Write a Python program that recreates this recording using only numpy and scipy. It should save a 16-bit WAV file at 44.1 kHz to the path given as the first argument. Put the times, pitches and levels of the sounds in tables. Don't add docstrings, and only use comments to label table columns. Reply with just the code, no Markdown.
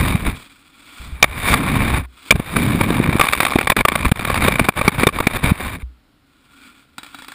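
import sys
import numpy as np
from scipy import signal
from scipy.fft import rfft, irfft
from scipy.io import wavfile
from scipy.ndimage import uniform_filter1d

SR = 44100
rng = np.random.default_rng(int(sys.argv[2]) if len(sys.argv) > 2 else 0)


def master_out(mix):
    frames = np.transpose(np.atleast_2d(mix))
    ceiling = np.clip(frames, -1, 1)
    pcm = np.round(ceiling * 32767).astype(np.int16)
    wavfile.write(sys.argv[1], SR, pcm)


N = 323694
TIME = np.arange(N) / SR


def amp(db):
    return 10 ** (np.asarray(db) / 20)


def unit_rms(x):
    return x / np.sqrt(np.mean(x ** 2) + 1e-20)


def add(mix, start_s, sound):
    part = mix[max(round(start_s * SR), 0):][:len(sound)]
    part += sound[:len(part)]


def body(spectrum, modes=(), size=4096):
    hz = np.fft.rfftfreq(size, 1 / SR)
    spectrum_hz, spectrum_db = np.transpose(spectrum)
    db = np.interp(np.log(hz + 1), np.log(spectrum_hz), spectrum_db)
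    db += sum(lift / (1 + (2 * (hz - centre) / width) ** 2) for centre, width, lift in modes)
    cepstrum = irfft(np.log(amp(db)))
    cepstrum[1:size // 2] *= 2
    cepstrum[size // 2 + 1:] = 0
    response = irfft(np.exp(rfft(cepstrum)))[:size // 2]
    return response / np.linalg.norm(response)


def ring(force, response):
    return signal.oaconvolve(force, response)[:N]


def wander(hz):
    lowpass = 1 / (1 + (np.fft.rfftfreq(N, 1 / SR) / hz) ** 4)
    return unit_rms(irfft(rfft(rng.standard_normal(N)) * lowpass, N))


def grains(per_s, spread_db):
    size = amp(spread_db * np.clip(rng.standard_normal(N), -2, 2))
    return unit_rms(size * rng.choice([-1, 1], N) * (rng.random(N) < per_s / SR))


# f/Hz, level/dB
WALL_SPECTRUM = [(60, -9.5), (250, -6.5), (600, -12.5), (1200, -1.5), (1900, -7.5), (4000, -5.5),
                 (6000, -17.5), (8500, -7), (12000, -21.5), (14500, -13)]
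# f/Hz, width/Hz, lift/dB
WALL_MODES = [(275, 100, 12), (1390, 170, 7), (2380, 420, 9), (3380, 200, 8), (4760, 220, 5)]
def through_wall(force, source_modes):
    return ring(force, body(WALL_SPECTRUM, [*WALL_MODES, *source_modes]))


# f/Hz, level/dB
AIR_SPECTRUM = [(18, -29.5), (30, -4), (122, -10), (448, -20), (4090, -25), (6040, -36.5), (15000, -36)]
def rink_air(level_db=-57.5):
    return amp(level_db) * ring(rng.standard_normal(N), body(AIR_SPECTRUM, WALL_MODES[:2]))


# f/Hz, width/Hz, lift/dB
BLADE_MODES = [(1120, 150, 3.5), (2250, 500, 3), (3540, 600, 2.5)]
# f/Hz, width/Hz, lift/dB
CARVE_MODES = [(270, 100, 7), (1440, 140, 8)]
# t/s, level/dB
GLIDES = [
    [(0.35, -36.5), (0.5, -50), (0.7, -54.5), (0.8, -47), (1.05, -38.5), (1.2, -56)],
    [(2.08, -58), (2.2, -47), (2.3, -35.5)],
    [(6.25, -65), (6.48, -58), (6.54, -50), (6.66, -45), (6.72, -52.5), (6.81, -50.5), (6.88, -64),
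     (6.98, -58.5), (7.08, -46), (7.34, -43.5)],
]
def blades(carve_depths=(0.2, 0.1, 1)):
    out = np.zeros(N)
    friction = unit_rms(grains(per_s=5000, spread_db=3.5) * amp(2 * wander(hz=40)))
    for glide, depth in zip(GLIDES, carve_depths):
        level_db = np.interp(TIME, *np.transpose(glide), -100, -100)
        gain = uniform_filter1d(amp(level_db), size=1000)
        hollow = [(hz, width, lift * depth) for hz, width, lift in CARVE_MODES]
        out += through_wall(gain * friction, [*BLADE_MODES, *hollow])
    return out


# f/Hz, width/Hz, lift/dB
TAP_MODES = [(830, 460, 7), (1710, 440, 9), (3830, 89, 11.5)]
# t/s, relative level/dB
TAPS = [(6.982, -13.5), (7.032, -20), (7.045, -26), (7.064, -24.5), (7.146, -19.5), (7.188, -25.5),
        (7.221, -22), (7.246, -26), (7.283, -19), (7.319, -18.5)]
def taps(clack_s=0.0038, tail_s=0.032, trim_db=-7):
    force, t = np.zeros(N), np.arange(SR // 5) / SR
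    decay = np.exp(-t / clack_s) + amp(-21.5) * np.exp(-t / tail_s)
    for start_s, db in TAPS:
        add(force, start_s, amp(db + trim_db) * decay * rng.standard_normal(len(t)))
    return through_wall(force, TAP_MODES)


# t/s, level/dB
SWAYS = [(1.0, -26.5), (1.073, -24.5), (1.124, -21.5), (2.0, -18), (5.83, -19.5)]
def sways(nod_hz=61.4, t60_s=0.27):
    out, t = np.zeros(N), np.arange(SR // 2) / SR
    nod = amp(-60 * t / t60_s) * np.sin(2 * np.pi * nod_hz * t)
    for start_s, db in SWAYS:
        add(out, start_s, amp(db) * nod)
    return out


# f/Hz, level/dB
HOUSING_SPECTRUM = [(80, -11.5), (450, -1.5), (900, -1), (1800, -2), (2900, -11), (4300, -17),
                    (6000, -29.5), (7700, -21), (10000, -17.5), (12000, -23), (13500, -20), (15500, -22.5)]
# f/Hz, width/Hz, lift/dB
HOUSING_MODES = [(1130, 240, 9), (2330, 380, 14), (3620, 400, 10), (4760, 150, 6), (7240, 120, 6),
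                 (8480, 340, 9), (9665, 300, 14), (10860, 180, 9), (13140, 170, 9), (14335, 300, 15)]
def housing(extra_modes, scatter=False, scatter_hz=28, scatter_db=2):
    modes = np.array(HOUSING_MODES)
    if scatter:
        modes = modes + np.array([scatter_hz, 0, scatter_db]) * rng.standard_normal(modes.shape)
    return body(HOUSING_SPECTRUM, [*modes, *extra_modes])


# t/s, level/dB
STICK_RUB = [(1.44, -45), (1.48, -20.5), (1.535, -21), (1.55, -48)]
def stick_rub(bright_hz=6000, width_hz=3000, lift_db=15):
    gain = amp(np.interp(TIME, *np.transpose(STICK_RUB), -120, -120))
    return ring(gain * grains(per_s=5000, spread_db=3.5), housing([(bright_hz, width_hz, lift_db)]))


# t/s, grinding/dB, rumble/dB
NUDGE = [(0.0, -20.5, -17), (0.15, -24, -20.5), (0.19, -34, -30), (0.279, -24, -16), (0.33, -36.5, -30),
         (0.45, -56, -56)]
# t/s, grinding/dB, rumble/dB
DRAG = [(1.006, -50.5, -38), (1.2, -41, -37), (1.3, -35.5, -30.5), (1.42, -26, -29), (1.5, -17, -18),
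        (1.58, -23.5, -20), (1.979, -21.5, -17.5), (2.036, -44, -37)]
# t/s, grinding/dB, rumble/dB
SHOT = [(2.321, -37.5, -17), (2.43, -36.5, -40.5), (2.52, -30, -29.5), (2.58, -24, -14.5),
        (2.809, -27.5, -19.5), (3.14, -23, -20.5), (3.22, -19, -31.5), (3.479, -24, -27),
        (3.65, -34.5, -27.5), (4.011, -25, -25), (4.159, -33, -32.5), (4.33, -20, -20), (4.62, -23.5, -23),
        (4.73, -28.5, -33), (5.15, -27.5, -25.5), (5.56, -34.5, -41), (5.754, -30.5, -29),
        (5.791, -57, -37)]
# t/s, length/s, relative level/dB
ROUGH_PATCHES = [(2.032, 0.029, -40), (2.793, 0.031, -20.5), (2.887, 0.12, -24.5), (3.769, 0.048, -12),
                 (4.043, 0.026, -13), (4.418, 0.09, -17), (4.762, 0.038, -19), (4.843, 0.072, -18),
                 (4.976, 0.056, -19), (5.332, 0.044, -19), (5.425, 0.093, -19.5), (5.593, 0.094, -27.5),
                 (5.79, 0.042, -40)]
def pressure(layer, ramp_s=0.0058, patch_trim_db=-0.5):
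    column = {"grinding": 1, "rumble": 2}[layer]
    slides = map(np.array, (NUDGE, DRAG, SHOT))
    gain = sum(amp(np.interp(TIME, slide[:, 0], slide[:, column], -100, -100)) for slide in slides)
    for start_s, length_s, db in ROUGH_PATCHES:
        surge = np.clip(np.minimum(TIME - start_s, start_s + length_s - TIME) / ramp_s, 0, 1)
        gain = np.hypot(gain, amp(db + patch_trim_db) * surge)
    return gain


RELEASE_S = 3.18
# start/s, end/s
LEAPS = [(3.731, 3.76), (3.822, 3.876), (4.097, 4.156), (4.708, 4.755), (4.896, 4.918), (5.102, 5.125)]
def contact(light_db, leap_db=-16.5, fall_s=0.024, rebound_s=0.039):
    light = np.zeros(N)
    for knock_s, db, _ in KNOCKS:
        if knock_s > RELEASE_S:
            stretch = amp(db) ** 0.39
            light[round((knock_s - fall_s * stretch) * SR):round((knock_s + rebound_s * stretch) * SR)] = 1
    aloft = sum((TIME > start_s) & (TIME < end_s) for start_s, end_s in LEAPS)
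    return amp(uniform_filter1d(light_db * light + leap_db * aloft, size=200))


EDGE_HZ, EDGE_WIDTH_HZ = 5200, 4500
def skitter(ticks_per_s=65, tick_s=0.0012, level_db=-23.5, fade_db_per_s=9.5):
    ridges_passed = np.cumsum(ticks_per_s * amp(5 * wander(hz=59.2))) / SR
    ticks = np.diff(np.floor(ridges_passed), prepend=0)
    ticks *= amp(3.5 * np.clip(rng.standard_normal(N), -1.5, 1.5))
    bursts = signal.lfilter([1], [1, -np.exp(-1 / (tick_s * SR))], ticks)
    sliding_free = (TIME > RELEASE_S) & (TIME < SHOT[-1][0])
    gain = sliding_free * amp(level_db - fade_db_per_s * (TIME - RELEASE_S))
    force = unit_rms(bursts * rng.standard_normal(N)) * gain * contact(light_db=-4)
    return ring(force, housing([(EDGE_HZ, EDGE_WIDTH_HZ, 6.9)]))


# t/s, unevenness/dB, fizz/dB, rocking share/0-1
ICE = [(0, 3.5, 2, 0.44), (1.299, 2, 0.5, 0.98), (1.5, 2.5, 3.5, 0.64), (1.6, 2.5, -1, 0.1),
       (2.3, 2, -0.5, 1), (2.6, 2, 3.5, 0.03), (3.1, 5.5, -3, 0.12), (3.3, 9, 4.5, 0.55),
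       (3.8, 5.5, -0.5, 0.35), (5.7, 2.5, 0.5, 0.54)]
def surface():
    times_s, *columns = np.transpose(ICE)
    return [np.interp(TIME, times_s, column) for column in columns]


# f/Hz, level/dB
JUDDER_SPECTRUM = [(30, -24.5), (80, 1.5), (150, 0.5), (260, 0), (400, -13.5), (700, -23), (2000, -64)]
# f/Hz, level/dB
ROCKING_SPECTRUM = [(15, -13.5), (30, -7), (70, -2.5), (130, -10), (300, -38), (900, -69)]
def rumble():
    _, _, rocking_share = surface()
    gain = contact(light_db=-6.5) * pressure("rumble")
    judder, rocking = (ring(grains(per_s=730, spread_db=1.5) * gain, body(spectrum))
                       for spectrum in (JUDDER_SPECTRUM, ROCKING_SPECTRUM))
    return np.sqrt(1 - rocking_share) * judder + np.sqrt(rocking_share) * rocking


# f/Hz, width/Hz, lift/dB
RASP_MODES = [(1150, 170, -3), (3780, 150, 2.5)]
def shifting_rim(force, points=4, shift_hz=25, shift_db=7):
    weights = np.array([amp(shift_db * wander(shift_hz)) for _ in range(points)])
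    thresholds = np.cumsum(weights ** 2, 0) / np.sum(weights ** 2, 0)
    touching = (rng.random(N) > thresholds).sum(0)
    return sum(ring(force * (touching == k), housing(RASP_MODES, scatter=True)) for k in range(points))


def grinding(split_hz=2400):
    uneven_db, fizz_db, _ = surface()
    crunch = unit_rms(grains(per_s=2500, spread_db=5.0) + .5 * rng.standard_normal(N))
    coarse = signal.sosfiltfilt(signal.butter(1, split_hz, fs=SR, output="sos"), crunch)
    force = amp(-fizz_db / 2) * coarse + amp(fizz_db) * (crunch - coarse)
    ridges = amp(uneven_db * np.clip(wander(hz=97), -2, 2))
    ridges /= np.sqrt(uniform_filter1d(ridges ** 2, size=SR // 10))
    return shifting_rim(force * ridges * pressure("grinding") * contact(light_db=-4.5))


# t/s, peak/dB, f/Hz
THUMPS = [(0.154, -4.5, 96), (1.768, -7, 123), (2.356, -7.5, 120), (2.4, -8, 169), (2.568, -8.5, 200),
          (2.75, -6.5, 148), (2.906, -4, 260), (3.002, -1.5, 198), (3.092, -5, 150), (3.156, -3.5, 190),
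          (3.559, -1.5, 208), (4.12, -1, 134), (4.615, -6, 124), (4.881, -1, 238), (5.271, -5, 158),
          (5.444, -7.5, 135), (5.52, -1, 130)]
def thumps(lead_s=0.02):
    out, t = np.zeros(N), np.arange(-lead_s, lead_s, 1 / SR)
    for centre_s, db, hz in THUMPS:
        phase = 2 * np.pi * hz * t
        add(out, centre_s - lead_s, -amp(db) * phase * np.exp((1 - phase ** 2) / 2))
    return out


def chatter(length_s, bite_s=0.0007, release_s=0.0024, size=2048):
    t = np.arange(size) / SR
    bite = 1 - np.exp(-t / bite_s)
    decay = np.exp(-.6 * t / length_s)
    release = np.exp(-np.maximum(t - 0.74 * length_s, 0) / release_s)
    rattle = rng.standard_normal(size) * amp(5.84 * np.clip(rng.standard_normal(size), -2, 2))
    return bite * decay * release * rattle


# f/Hz, level/dB
CLUNK_SPECTRUM = [(60, -9.5), (250, -1.5), (600, -8), (900, -9), (2000, -22.5), (6000, -60)]
# t/s, level/dB, clunk re level/dB
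KNOCKS = [(1.226, 6, -24), (1.241, -6, -15.5), (1.539, -5.5, -9), (2.307, 4.5, -19), (2.319, -13, -2),
          (2.356, -23.5, 1), (2.395, -25.5, 3.5), (2.564, -11.5, -3), (2.809, -13.5, 4), (3.195, -9, 0),
          (3.211, -4, -16), (3.239, -14, -6), (3.268, -16.5, -26), (3.333, -9, -51), (3.403, -7.5, -21),
          (3.429, -13, -8.5), (3.45, -11.5, -28), (3.465, -13, -23), (3.556, -14.5, 3.5),
          (3.586, -10.5, -11), (3.61, -15, -6), (3.671, -9.5, -10), (3.699, -5, -10), (3.718, -11, -5.5),
          (3.765, -10.5, -6.5), (3.806, -10.5, -6), (3.85, -3.5, -7), (3.883, -8, -15),
          (3.918, -16.5, -2.5), (3.954, -10.5, -4.5), (4.115, -13.5, -5), (4.193, -20.5, -1.5),
          (4.249, -14.5, -13), (4.299, -12.5, -3), (4.342, -16, -27), (4.481, -8, -1.5), (4.555, -14.5, -8),
          (4.594, -7, -3), (4.686, -6, -3), (4.812, -12, -1.5), (4.878, -2.5, -4.5), (5.032, -8, -2),
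          (5.068, -4.5, 1), (5.087, -15.5, -19), (5.186, -16, -25), (5.202, -14.5, 2.5), (5.269, -7, -16)]
def knocks(contact_s=0.008, doubling_db=38.5, rms_span_s=0.0065):
    out, clunk = np.zeros(N), body(CLUNK_SPECTRUM)
    for start_s, db, clunk_db in KNOCKS:
        crack = (3300, 1500, 0.8 * max(db + 5, 0))
        edge = (EDGE_HZ, EDGE_WIDTH_HZ, .25 * max(-clunk_db - 10, 0))
        shell = housing([crack, edge], scatter=True)
        force = chatter(length_s=contact_s * 2 ** (clunk_db / doubling_db))
        for response, part_db in ((shell, db), (clunk, db + clunk_db)):
            sound = signal.fftconvolve(force, response)
            add(out, start_s, amp(part_db) * np.sqrt(rms_span_s * SR) * sound / np.linalg.norm(sound))
    return out


def scene():
    puck = grinding() + rumble() + skitter() + stick_rub() + knocks() + thumps() + sways()
    return (puck + blades() + taps() + rink_air())[None]


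def record(dry):
    port_null_hz, cutoff_hz = 6030, 15500
    for null_hz in (port_null_hz, 2 * port_null_hz):
        dry = .25 * dry + .75 * signal.lfilter(*signal.iirnotch(null_hz, Q=10, fs=SR), dry)
    clipped = dry / (1 + dry ** 8) ** (1 / 8)
    lowpass = signal.firwin(511, cutoff_hz, window=("kaiser", 8), fs=SR)
    return signal.oaconvolve(clipped, lowpass[None], "same")


dry = scene()
out = record(dry)
master_out(out)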